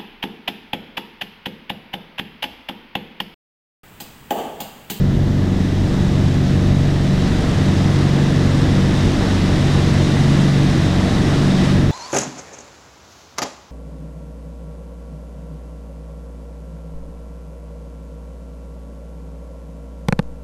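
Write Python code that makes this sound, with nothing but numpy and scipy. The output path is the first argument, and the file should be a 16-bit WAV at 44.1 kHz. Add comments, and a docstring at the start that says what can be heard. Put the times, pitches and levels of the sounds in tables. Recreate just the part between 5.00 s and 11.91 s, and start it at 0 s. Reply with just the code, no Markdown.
"""Motorboat stern under way, open water

Standing at the stern, microphone in the open air. Twin engines and their drives are sums of sines at nearly
equal rates, so their tones beat; the exhausts burble as pulsed, low-coloured noise. The hull rumbles, the wake
rushes and the spray fizzes: patchy noise that grows louder on the whole and eases off at the very end. A low
noise buffets and swells in short thuds of the hull meeting waves, under a steady broadband hiss of air."""
import sys
import numpy as np
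from scipy import signal
from scipy.fft import rfft, irfft, next_fast_len
from scipy.io import wavfile
from scipy.ndimage import uniform_filter1d, minimum_filter1d, map_coordinates

SR = 44100
rng = np.random.default_rng(int(sys.argv[2]) if len(sys.argv) > 2 else 0)


def generate_wav(signal):
    """Clip the signal to [-1, 1] and save it as 16-bit WAV at the path in sys.argv[1]."""
    frames = np.transpose(np.atleast_2d(signal))
    scaled = np.clip(frames, -1, 1) * 32767
    pcm = np.round(scaled).astype(np.int16)
    wavfile.write(sys.argv[1], SR, pcm)


N = 304731

# Strong exhaust tones, as multiples of the engine's cycle rate.
STRONG_ORDERS = (2, 4, 6, 7, 8, 10, 11)
# Their beating against a slightly slower twin, one row for each strong order. Each row: level in dB, twin's
# share in dB, beat period in seconds, first lull in seconds, dB gained per dB of load.
TWIN_BEATS = [(-32.3, -8, 2.23, 0.7, -1.5), (-24.5, -4.5, 1.112, 0.965, -0.8),
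              (-21.6, -5.5, 1.85, 0.57, 0.4), (-32, -4.5, 3.34, 0.38, 1.9), (-27.5, -2, 0.558, 0.21, -0.1),
              (-33.8, -5.5, 5.4, 2.82, 0.5), (-31, -9.5, 1.036, 0.81, 0.9)]
# Orders whose balance tips at moments.
TIPPING_ORDERS = (4, 6, 8)
# Those moments. Each row: centre in seconds, half length in seconds, then change in dB for each tipping order.
BALANCE_TIPS = [(4.33, 0.11, 12.5, -9, -0.5), (5.48, 0.23, -8.5, 2.5, 0), (6.6, 0.2, -8, -0.5, 5.5)]
# Turning parts and their weaker tones. Each row: cycles per second, then a list of (multiple of that rate,
# relative level in dB).
TURNING_PARTS = [ (23.385, [(1, -32), (5, -43), (15, -41), (20, -44)]), (23.475, [(1, -49), (12, -41),
                 (16, -50.5), (18, -49), (21, -52), (27, -50)]), (23.563, [(5, -35.5), (9, -33.5),
                 (12, -36), (14, -47.5), (15, -40), (16, -45), (18, -45), (21, -48.5), (24, -47.5),
                 (25, -42.5), (26, -51), (27, -49), (29, -50)]), (23.606, [(5, -40.5), (9, -44), (12, -43),
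                 (13, -34.5), (14, -44.5), (15, -46), (16, -42.5), (20, -46)])]
# Water thrown by the hull. Each row: time in seconds, wake in dB, spray in dB, both before a fixed lift.
WATER_LEVELS = [(0, -40, -43.5), (0.55, -39.0, -40.0), (1.1, -36.5, -37.2), (1.95, -36.5, -37),
                (2.3, -33.5, -34.5), (3.5, -32.5, -33.5), (5.1, -31, -31.5), (5.5, -32.0, -32.5),
                (6.7, -30.5, -31.7), (6.91, -35, -37)]
# Resonances of the hull and engine covers. Each row: centre in Hz, width in Hz, relative lift in dB.
PANEL_RESONANCES = [(210, 23, 2.5), (313.5, 17.5, 5.5), (361, 22, 4), (459, 25, 5), (762, 43, 2.5),
                    (1740, 130, 1.5), (1965, 120, 3.5)]
# Low thuds of the hull meeting waves, near 45 Hz. Each row: peak in seconds, dB over the steady buffeting.
HULL_THUDS = [(0.17, 8), (1.1, 8), (2.07, 5), (3.65, 4), (4.08, 7), (4.85, 4), (5.66, 5), (6.12, 6)]
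# Spectra of the noise sources. Each row: frequency in Hz, relative level in dB per Hz.
EXHAUST_SPECTRUM = [(30, -40), (70, 4.5), (110, -4.5), (200, -0.5), (310, -4.5), (420, -14), (700, -19.5),
                    (1500, -44), (4000, -65)]
HULL_SPECTRUM = [(30, -30), (70, -6), (95, 0), (130, -2.5), (185, -1.5), (228, -6.5), (330, -8), (420, -15),
                 (510, -19.5), (900, -26), (3000, -82)]
WAKE_SPECTRUM = [(100, -37), (350, -2), (650, 2), (850, -1), (1250, -2), (1450, -4.5), (1700, -4.5),
                 (2050, -6), (2250, -12.5), (3000, -12.5), (6000, -37), (12000, -70)]
SPRAY_SPECTRUM = [(700, -38), (1700, -0.5), (2500, -1.5), (3100, -1), (3800, 2), (4250, -3), (5400, -4),
                  (7000, -10), (8300, -13.5), (9700, -19), (11000, -20.5), (11500, -29.5), (13200, -30.5),
                  (14500, -45)]
BUFFET_SPECTRUM = [(8, -22), (18, -31), (31, -10), (45, 2), (75, -6.5), (130, -12), (400, -39), (1500, -80)]
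AIR_SPECTRUM = [(300, -20), (750, 9.5), (1100, 2), (2000, -1), (6000, -5.5), (10800, -22), (11500, -23),
                (12400, -11), (13300, -12), (14400, -27)]

PULL = 0.71  # 0-1: the engines, coupled by the hull, linger in step and slip quickly through each lull
RUMBLE_DB, RUMBLE_GROWS = -21.5, 0.39  # hull rumble at mean wake; dB gained per dB of wake
BUFFET_DB, THUD_S = -30.5, 0.086  # buffeting between thuds; half length of a thud in seconds
CEILING_DB, TOP_HZ = -3.0, 15780  # the recorder's limiter ceiling and band limit


def amp(db):
    """Decibels to gain."""
    return 10 ** (np.asarray(db) / 20)


def unit(x):
    """Scale to rms 1."""
    return x / np.sqrt(np.mean(x ** 2) + 1e-20)


def curves(rows):
    """One value per sample for each column after the time."""
    seconds, *columns = np.transpose(rows)
    return [np.interp(np.arange(N) / SR, seconds, column) for column in columns]


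def wobble(rate):
    """A smooth random curve, rate knots a second."""
    knots = rng.standard_normal(int(N * rate / SR) + 4)
    return map_coordinates(knots, [np.arange(N) * rate / SR])


def swell(at, half_length):
    """A smooth rise and fall, 1 at its top."""
    return np.exp(-((np.arange(N) / SR - at) / half_length) ** 2)


def filtered(x, response):
    """x times a gain that depends on frequency."""
    size = next_fast_len(N + SR // 2)  # padded so the end does not wrap onto the start
    spectrum = rfft(x, size) * response(np.fft.rfftfreq(size, 1 / SR))
    return irfft(spectrum, size)[:N]


def coloured(x, spectrum):
    """x shaped by (Hz, dB) points on a log axis, at rms 1."""
    f, db = np.transpose(spectrum)
    return unit(filtered(x, lambda hz: amp(np.interp(np.log(hz + 1), np.log(f), db))))


def crank(rate, hunt):
    """Cycle angle of one turning part; the propeller load makes it hunt by a fraction of a cycle."""
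    return 2 * np.pi * (rate * np.arange(N) / SR + hunt * wobble(5))


def drone(angles, load_db, waver_db, rough_db):
    """Strong low exhaust tones: the slower engine slips behind, so each pair swells and cancels in turn."""
    t, out = np.arange(N) / SR, np.zeros(N)
    tips = sum(np.outer(dbs, swell(at, half)) for at, half, *dbs in BALANCE_TIPS)
    tip_db = dict(zip(TIPPING_ORDERS, tips))
    for order, angle, row in zip(STRONG_ORDERS, angles, TWIN_BEATS):
        db, share_db, period, lull, grows = row
        phase = order * angle + 2 * np.pi * rng.random()
        beat = 2 * np.pi * (t - lull) / period
        lag = beat + PULL * np.sin(beat)
        twin = amp(share_db + waver_db * wobble(6)) * np.sin(phase - lag)
        pair = np.sin(phase) - twin  # opposed at zero lag: the lull
        level_db = db + grows * load_db + tip_db.get(order, 0) + rough_db * wobble(11)
        out += amp(level_db) * pair
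    return np.sqrt(2) * out


def tones(angle, orders, load_db, waver_db, rough_db):
    """Unequal cylinders sound multiples of the cycle rate, each wavering slowly and roughening faster."""
    out = np.zeros(N)
    for order, db in orders:
        bite = np.clip((order - 4) / 7, 0, 1)  # load moves only the tones above the 4th order
        level_db = db + bite * load_db + waver_db * wobble(4.05) + rough_db * wobble(23)
        out += amp(level_db) * np.sin(order * angle + 2 * np.pi * rng.random())
    return np.sqrt(2) * out


def burble(angle, depth, lope):
    """Each firing blows a puff of gas through the water, stronger once a crank turn."""
    firings = 1 + depth * np.cos(4 * angle)  # four a cycle
    turns = 1 + lope * np.cos(2 * angle)  # two crank turns a cycle
    return coloured(firings * turns * rng.standard_normal(N), EXHAUST_SPECTRUM)


def engines(wake_db):
    """Slightly different rates beat against each other; the exhaust gas burbles under the tones."""
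    load_db = 0.32 * (wake_db - wake_db.mean())  # pushing more water takes more effort
    angles = [crank(rate, hunt=0.0017) for rate, _ in TURNING_PARTS]
    hum = sum(tones(angle, orders, load_db, waver_db=1.2, rough_db=1.36)
              for angle, (_, orders) in zip(angles, TURNING_PARTS))
    slowest, slow, fast, fastest = angles
    gas = unit(burble(slowest, depth=0.92, lope=0.98) + burble(fast, depth=0.63, lope=0.53))
    drone_angles = [fastest, fastest, fast, fastest, fastest, fastest, slow]  # one for each strong order
    low = drone(drone_angles, load_db, waver_db=1.0, rough_db=0.9)
    return low + amp(0.44) * hum + amp(-28.5 + load_db) * gas


def churn(patchy_db):
    """Tumbling water: white noise with patches of random gain in time and frequency."""
    cells = signal.stft(rng.standard_normal(N), nperseg=512)[2]
    patches = uniform_filter1d(rng.standard_normal(cells.shape), size=7, axis=0)  # across frequency
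    patches = uniform_filter1d(patches, size=12, axis=1)  # across time
    return unit(signal.istft(cells * amp(patchy_db * unit(patches)), nperseg=512)[1][:N])


def panels(x):
    """Hull panels lift narrow bands of whatever shakes them; the result is at rms 1."""
    def lift_db(f):
        return sum(db / (1 + (2 * (f - hz) / width) ** 2) for hz, width, db in PANEL_RESONANCES)
    return unit(filtered(x, lambda f: amp(lift_db(f))))


def hull_rumble(wake_db):
    """Low noise through the hull panels, harder as the wake grows."""
    level_db = RUMBLE_DB + RUMBLE_GROWS * (wake_db - wake_db.mean()) + 0.5 * wobble(6)
    return amp(level_db) * panels(coloured(churn(patchy_db=0.97), HULL_SPECTRUM))


def wake_rush(wake_db):
    """The wake tumbles: mid-band churning noise, coloured by the panels."""
    level_db = wake_db + 3.0 + 0.33 * wobble(14)
    return amp(level_db) * panels(coloured(churn(patchy_db=0.84), WAKE_SPECTRUM))


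def droplets(per_second, spread_db):
    """Tiny impacts of falling spray, a few much larger than the rest."""
    hit = rng.random(N) < per_second / SR
    size = amp(spread_db * np.minimum(rng.exponential(size=N), 5))
    return unit(hit * size * rng.standard_normal(N))


def spray_fizz(spray_db):
    """Thrown spray rains back: bright churning noise with droplet impacts in it."""
    fizz = churn(patchy_db=0.5) + amp(-8.0) * droplets(per_second=2500, spread_db=2.5)
    level_db = spray_db + 0.45 + 0.32 * wobble(12)
    return amp(level_db) * coloured(fizz, SPRAY_SPECTRUM)


def hull_thuds():
    """A low buffeting that swells in short thuds as the hull meets waves."""
    thud_db = sum(db * swell(at, THUD_S) for at, db in HULL_THUDS)
    level_db = BUFFET_DB + thud_db + 1.5 * wobble(9)
    return amp(level_db) * coloured(rng.standard_normal(N), BUFFET_SPECTRUM)


def air_hiss():
    """The airstream past the microphone: broadband noise at a steady level."""
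    return amp(-46.0) * coloured(rng.standard_normal(N), AIR_SPECTRUM)


def scene():
    """Engines, water, hull thuds and air at the stern."""
    wake_db, spray_db = curves(WATER_LEVELS)
    water = hull_rumble(wake_db) + wake_rush(wake_db) + spray_fizz(spray_db)
    return (engines(wake_db) + water + hull_thuds() + air_hiss())[None]


def limited(x, ceiling_db):
    """A look-ahead limiter eases the gain down around the highest crests."""
    needed = np.minimum(1, amp(ceiling_db) / (np.abs(x) + 1e-9))
    held = minimum_filter1d(needed, size=700)  # samples
    return x * uniform_filter1d(held, size=700)


def record(dry):
    """The recorder limits its peaks and keeps nothing above its band limit."""
    return filtered(limited(dry[0], CEILING_DB), lambda hz: hz < TOP_HZ)[None]


dry = scene()
out = record(dry)
generate_wav(out)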